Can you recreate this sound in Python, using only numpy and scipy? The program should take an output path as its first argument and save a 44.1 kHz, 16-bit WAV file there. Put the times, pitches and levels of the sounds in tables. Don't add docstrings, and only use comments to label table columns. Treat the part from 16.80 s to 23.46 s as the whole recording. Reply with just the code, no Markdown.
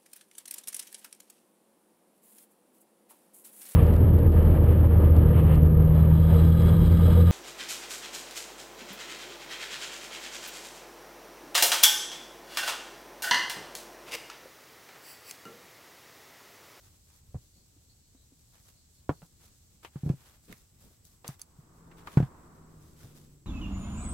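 import sys
import numpy as np
from scipy import signal
from scipy.fft import rfft, irfft
from scipy.io import wavfile
from scipy.ndimage import uniform_filter1d

SR = 44100
rng = np.random.default_rng(int(sys.argv[2]) if len(sys.argv) > 2 else 0)


def wrap_up_sound(samples):
    columns = np.atleast_2d(samples).T
    tamed = np.clip(columns, -1, 1)
    steps = np.round(tamed * 32767).astype(np.int16)
    wavfile.write(sys.argv[1], SR, steps)


N = 293706
TIME = np.arange(N) / SR
RING = TIME[:SR // 4]

# f/Hz, level/dB
RUMBLE_SPECTRUM = [(12, -26), (28, -6), (50, -4), (80, -1), (120, -5), (200, -13), (350, -19.5), (650, -27),
                   (1500, -33), (4000, -32)]
HISS_SPECTRUM = [(500, -18.5), (1500, -12.5), (3000, -8), (4800, -1), (5900, 1.5), (6800, 2), (7800, 11.5),
                 (8400, 7.5), (9400, -34.5), (11000, -29.5), (15800, -23), (17000, -40)]
# f/Hz, level/dB
TYRE_SPECTRUM = [(150, 2), (400, -1), (600, -5), (1100, 0.5), (1500, -7.5), (1950, -14), (3000, -29),
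                 (6000, -49)]
EXHAUST_SPECTRUM = [(50, -2), (100, 1), (160, -3.5), (220, -3), (350, -7), (500, -14), (900, -37),
                    (3000, -89)]
# t/s, level/dB
SLIDING = [(0.0, -70.5), (0.24, -74), (0.38, -66.5), (0.46, -95), (0.63, -69.5), (0.99, -79), (1.04, -79),
           (1.67, -76), (1.72, -69.5), (1.91, -76), (2.09, -80), (2.15, -66.5), (2.25, -97.5), (2.31, -70),
           (2.46, -71), (2.51, -84), (2.66, -67), (3.0, -84)]
# f/Hz, level/dB
SOLE_SPECTRUM = [(1500, -26), (3000, -8.5), (4200, -0.5), (5200, -3.5), (7000, 2), (12000, -16.5),
                 (17000, -32)]
# t/s, length/s, f/Hz, level/dB
GLIDES = [(0.725, 0.15, 4470, -71), (1.085, 0.072, 4360, -68.5), (1.23, 0.074, 4400, -76),
          (1.356, .12, 3970, -75), (1.94, 0.16, 4430, -72), (2.15, 0.081, 4300, -73),
          (2.323, .16, 4320, -74.5)]
# t/s, length/s, level/dB
SCUFFS = [(0.73, 0.16, -70), (3.247, 0.11, -43.5), (3.674, 0.074, -51.5), (3.989, .17, -63.5),
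          (6.185, 0.28, -61)]
# f/Hz, level/dB
PADDING_SPECTRUM = [(100, 1), (220, 3.5), (420, -3), (700, -10.5), (1500, -42), (4000, -55)]
FIBRE_SPECTRUM = [(600, -42), (1800, -29.5), (3600, -0.5), (6000, 3.5), (9500, 1), (13000, 2),
                  (15800, -3.5), (17000, -31)]
WEAVE_SPECTRUM = [(100, -10.5), (300, -1), (700, -1.5), (1130, 1), (2200, -3.5), (3500, -4.5), (7000, -20)]
# t/s, length/s, fibre level/dB, weave level/dB
STROKES = [(0, 0.22, -74, -72), (0.256, 0.2, -73, -71.5), (1.719, .11, -67, -65.5),
           (1.837, .15, -64.5, -69.5), (2.582, .2, -74, -69.5), (3.024, 0.071, -65, -58.5),
           (3.102, 0.29, -69, -68), (3.207, 0.27, -66.5, -69), (3.357, 0.26, -65, -64.5),
           (3.586, 0.41, -67, -75), (3.678, 0.073, -63, -59), (3.974, 0.27, -66.5, -71.5),
           (4.241, .05, -62, -78), (4.246, .18, -68, -78.5), (4.45, 0.12, -57, -56.5),
           (4.586, 0.062, -63, -64.5), (5.166, 0.085, -67.5, -61.5), (5.242, 0.25, -62, -58.5),
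           (5.985, 0.22, -69, -75), (6.148, 0.22, -62.5, -64), (6.336, 0.16, -62.5, -66.5)]
# t/s, snap level/dB, metal level/dB, left minus right/dB
TICKS = [(3.7264, -45, -63, -8), (4.252, -52, -55, 15), (4.479, -26, -34.5, 1.5), (4.5956, -45.5, -60, 3),
         (4.6163, -38.5, -32, -5), (5.3772, -42.5, -65, 0)]
# f/Hz, level/dB, t60/s
METAL_MODES = [(4590, -6, 0.049), (6310, -0.5, 0.035), (8260, -7.5, .04), (9980, 2, 0.044),
               (12100, -24, .035), (14340, -24, .04)]
# t/s, level/dB, t60/s, resonance f/Hz, resonance level/dB, left minus right/dB
CLACKS = [(3.0481, -42, 0.065, 2700, 0, 4.5), (3.2913, -48, 0.097, 696, 2, 1),
          (3.7263, -44, 0.0091, 2030, 13.5, -8), (4.4443, -45.5, .11, 456, 6, -0.5),
          (5.114, -56.5, 0.087, 1800, 5, 2), (5.2723, -40.5, 0.064, 1250, 7, 1)]
# f/Hz, level/dB
HOUSING_SPECTRUM = [(100, 1), (450, 2), (620, -2.5), (950, 3), (1600, -7), (2300, -7), (3200, -13),
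                    (5000, -21.5), (10000, -33.5), (16000, -34)]
# t/s, level/dB, contact/ms
KNOCKS = [(0.5453, -37.5, 0.99), (0.5648, -51, 1), (2.293, -19, 0.57), (2.2959, -26, 0.78),
          (2.304, -28.5, 0.56), (2.4199, -51.5, 0.22), (2.449, -61, 0.3)]
# f/Hz, level/dB, t60/s
IRON_MODES = [(86.4, -6, 0.053), (160, -7, 0.1), (295, -5, 0.05), (399.5, -8, 0.038), (478, -3.5, 0.035),
              (708, -7.5, 0.04), (972, -13, 0.06), (1246, -24, 0.06), (1349, -26, 0.05), (1784, -23, 0.06),
              (1943, -26, 0.06), (2680, -14, 0.07)]
# f/Hz, level/dB
SHELL_SPECTRUM = [(150, -5.5), (500, -2), (1000, -1.5), (1400, -6), (2000, -27), (3100, -6), (3900, -26),
                  (8000, -27), (16000, -35)]
# t/s, level/dB, contact/ms, relative frame buzz/dB
BUMPS = [(0.486, -41, 8.6, -46), (0.542, -27.5, 8, -40), (0.5519, -26, 3, -34), (0.5588, -28.5, 6, -39),
         (0.964, -57, 1.3, -21), (1.348, -53, 1.3, -20), (1.521, -53.5, 1.4, -24.5),
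         (2.2948, -22, 1.04, -15.5), (2.426, -40.5, 3.3, -17), (3.158, -27.5, 2.25, -27),
         (3.2335, -22.5, 2.7, -37), (3.2612, -19, 2.84, -38), (3.2743, -24.5, 2.1, -36),
         (3.2991, -14, 2.05, -39), (3.337, -32, 2.15, -41), (4.489, -29, 2.9, -18),
         (4.786, -38.5, 4.1, -38), (5.3717, -6, 2, -25.5), (5.4021, -14, 1.42, -29),
         (5.4264, -14.5, 3.7, -28.5), (6.242, -35.5, 4.3, -35)]
# multiple of the ring pitch, level/dB, t60/s
BOARD_MODES = [(.27, -22.5, 0.095), (.48, -24, 0.12), (1, 2.5, 0.065), (1.9, -24.5, 0.1),
               (2.55, -20.5, 0.075), (3.6, -14, 0.033), (5.1, -13, 0.047)]
# f/Hz, level/dB
FRAME_SPECTRUM = [(150, -19.5), (400, -6), (800, -0.5), (1100, -4), (1500, -4.5), (2100, -13.5),
                  (4000, -26.5), (10000, -35), (16000, -40)]


def undb(db):
    return 10 ** (np.asarray(db) / 20)


def pan(db):
    return undb(np.array([[db], [-db]]) / 2)


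def noise(spectrum, size=N, tilt_db=0, alike_hz=600):
    f = np.maximum(np.fft.rfftfreq(size, 1 / SR), 1)
    hz, db = np.transpose(spectrum)
    gain = undb(np.interp(np.log(f), np.log(hz), db) + tilt_db * np.log2(f))
    alike = 1 / (1 + (f / alike_hz) ** 2)
    mid, side = rfft(rng.standard_normal((2, size)))
    side = side * np.sqrt(1 - .96 * alike) * np.array([[1], [-1]])
    x = irfft(gain * (mid * np.sqrt(1 + alike) + side), size)
    return x / x.std()


def walk(rate):
    hold = max(int(SR / rate), 1)
    steps = np.repeat(rng.standard_normal(N // hold + 1), hold)
    return 1.3 * uniform_filter1d(uniform_filter1d(steps, hold), hold)[:N]


def fade(t60):
    return np.exp(-np.log(1000) * RING / t60)


def ring(modes, pitch=1):
    return sum(undb(db) * fade(t60) * np.cos(2 * np.pi * hz * pitch * RING) for hz, db, t60 in modes)


def soften(x, contact_ms):
    push = np.sin(np.pi * np.minimum(RING[:SR // 100] * 1000 / contact_ms, 1))
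    return signal.lfilter(push / push.sum(), 1, x)


def add(out, s, x):
    i = int(s * SR)
    out[:, i:i + x.shape[-1]] += x[..., :N - i]


def stroke(start, length, peak_at=.27):
    ramp = np.interp(TIME, [start, start + length * peak_at, start + length], [0, 1, 0])
    return np.sin(np.pi / 2 * ramp)


def sliding_db(stop_s=2.95, fall_db_per_s=145):
    return np.interp(TIME, *np.transpose(SLIDING)) - fall_db_per_s * np.maximum(TIME - stop_s, 0)


def room(rumble_db=-63, hiss_db=-72):
    rumble = undb(rumble_db + 1.3 * walk(22)) * noise(RUMBLE_SPECTRUM, alike_hz=366)
    return rumble + undb(hiss_db) * noise(HISS_SPECTRUM)


def walls(x, wet_db=-26, t60=0.22):
    echo = rng.standard_normal((2, len(RING))) * fade(t60) * (RING > .003)
    echo /= np.sqrt(np.sum(echo ** 2, axis=1, keepdims=True))
    return x + undb(wet_db) * signal.fftconvolve(x, echo, axes=1)[:, :N]


def car(pass_s=5.456, near_s=0.36, tyre_db=-56, engine_db=-57, engine_hz=167, sag_hz_per_s2=6.5):
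    hz = engine_hz - sag_hz_per_s2 * np.maximum(TIME - 4.6, 0) ** 2
    wavering_hz = hz * (1 + 0.00788 * walk(21.96))
    note = np.sqrt(2) * np.sin(2 * np.pi * np.cumsum(wavering_hz) / SR)
    note *= undb(-5.5 + 2.5 * walk(4))
    away_s = np.hypot(TIME - pass_s, near_s) - near_s
    tyres = undb(tyre_db - 30 * away_s) * noise(TYRE_SPECTRUM)
    drone = undb(-1) * noise(EXHAUST_SPECTRUM)
    approach_db = 35.5 * np.minimum(TIME - 5.076, 0)
    leave_db = -39 * np.maximum(TIME - 6.45, 0)
    return tyres + undb(engine_db + approach_db + leave_db) * (note + drone)


def soleplate(plate_db=-71, follow=.15, waver_db=0.5):
    rub_db = sliding_db()
    level_db = plate_db + follow * (rub_db - rub_db.max()) - waver_db * walk(10)
    out = undb(level_db) * noise(SOLE_SPECTRUM)
    for start, length, hz, db in GLIDES:
        band = noise([(hz / 2, -60), (hz * .86, -16), (hz, 0), (hz * 1.14, -16), (hz * 2, -60)])
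        out += undb(db) * stroke(start, length) * band
    return out


def scuffs(grain_db=3):
    level = sum(undb(db) * stroke(start, length) for start, length, db in SCUFFS)
    return level * undb(grain_db * walk(150)) * noise(PADDING_SPECTRUM, alike_hz=700)


def cloth(rest_fibre_db=-80, rest_weave_db=-86, iron_hiss_db=1, grain_db=2.0, catch_db=2.0):
    fibre_power = undb(rest_fibre_db) ** 2 + undb(sliding_db() + iron_hiss_db) ** 2
    weave_power = undb(rest_weave_db) ** 2
    for start, length, fibre_db, weave_db in STROKES:
        speed = stroke(start, length)
        fibre_power += (undb(fibre_db) * speed) ** 2
        weave_power += (undb(weave_db) * speed) ** 2
    catching = undb(grain_db * walk(600) + catch_db * walk(35))
    fibres = np.sqrt(fibre_power) * noise(FIBRE_SPECTRUM, alike_hz=2120)
    weave = np.sqrt(weave_power) * noise(WEAVE_SPECTRUM, alike_hz=890)
    return catching * (fibres + weave)


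def ticks(snap_t60=0.005, tail_db=-24, tail_t60=0.12, damped_t60=0.011, free_db=-17):
    out = np.zeros((2, N))
    metal = ring(METAL_MODES) * (1 - fade(0.0033)) * (fade(damped_t60) + undb(free_db))
    decay = fade(snap_t60) + undb(tail_db) * fade(tail_t60)
    for s, snap_db, metal_db, pan_db in TICKS:
        snap = noise(FIBRE_SPECTRUM, size=len(RING), tilt_db=2.0, alike_hz=9100) * decay
        add(out, s, (undb(snap_db) * snap + undb(metal_db) * metal) * pan(pan_db))
    return out


def clacks(tail_db=-26, tail_t60=0.21, q=4):
    out = np.zeros((2, N))
    for s, db, t60, hz, resonance_db, pan_db in CLACKS:
        decay = fade(t60) + undb(tail_db) * fade(tail_t60)
        body = noise(HOUSING_SPECTRUM, size=len(RING), tilt_db=1.8, alike_hz=1270) * decay
        resonance = undb(resonance_db) * signal.lfilter(*signal.iirpeak(hz, q, fs=SR), body)
        add(out, s, undb(db) * (body + resonance) * pan(pan_db))
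    return out


def iron(shell_db=-8, shell_t60=0.073):
    out = np.zeros((2, N))
    for s, db, contact_ms in KNOCKS:
        shell = noise(SHELL_SPECTRUM, size=len(RING), alike_hz=550) * fade(shell_t60) * undb(shell_db)
        add(out, s, undb(db) * soften(ring(IRON_MODES) + shell, contact_ms))
    return out


def board(ring_hz=139.4, firm_db=-35, loading_ms=6.4, buzz_t60=0.091, open_hz=30, left_lag_ms=0.12):
    out = np.zeros((2, N))
    edges = signal.butter(1, open_hz, "high", fs=SR)
    for s, db, contact_ms, buzz_db in BUMPS:
        octaves_up = 0.05 * max(firm_db - db, 0)
        load = np.hypot(1, (contact_ms / loading_ms) ** 2)
        hz = ring_hz * 2 ** octaves_up / load
        boom = signal.lfilter(*edges, soften(ring(BOARD_MODES, hz), contact_ms))
        left = np.interp(RING - left_lag_ms / 1000, RING, boom)
        buzz = noise(FRAME_SPECTRUM, size=len(RING), alike_hz=1200) * fade(buzz_t60) * undb(buzz_db)
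        add(out, s, undb(db) * (np.array([left, boom]) + buzz))
    return out


def scene():
    blows = board() + iron() + clacks() + ticks()
    return walls(blows) + cloth() + scuffs() + soleplate() + car() + room()


def record(dry, top_hz=15950):
    return signal.sosfilt(signal.ellip(10, .2, 80, top_hz, fs=SR, output="sos"), dry)


dry = scene()
out = record(dry)
wrap_up_sound(out)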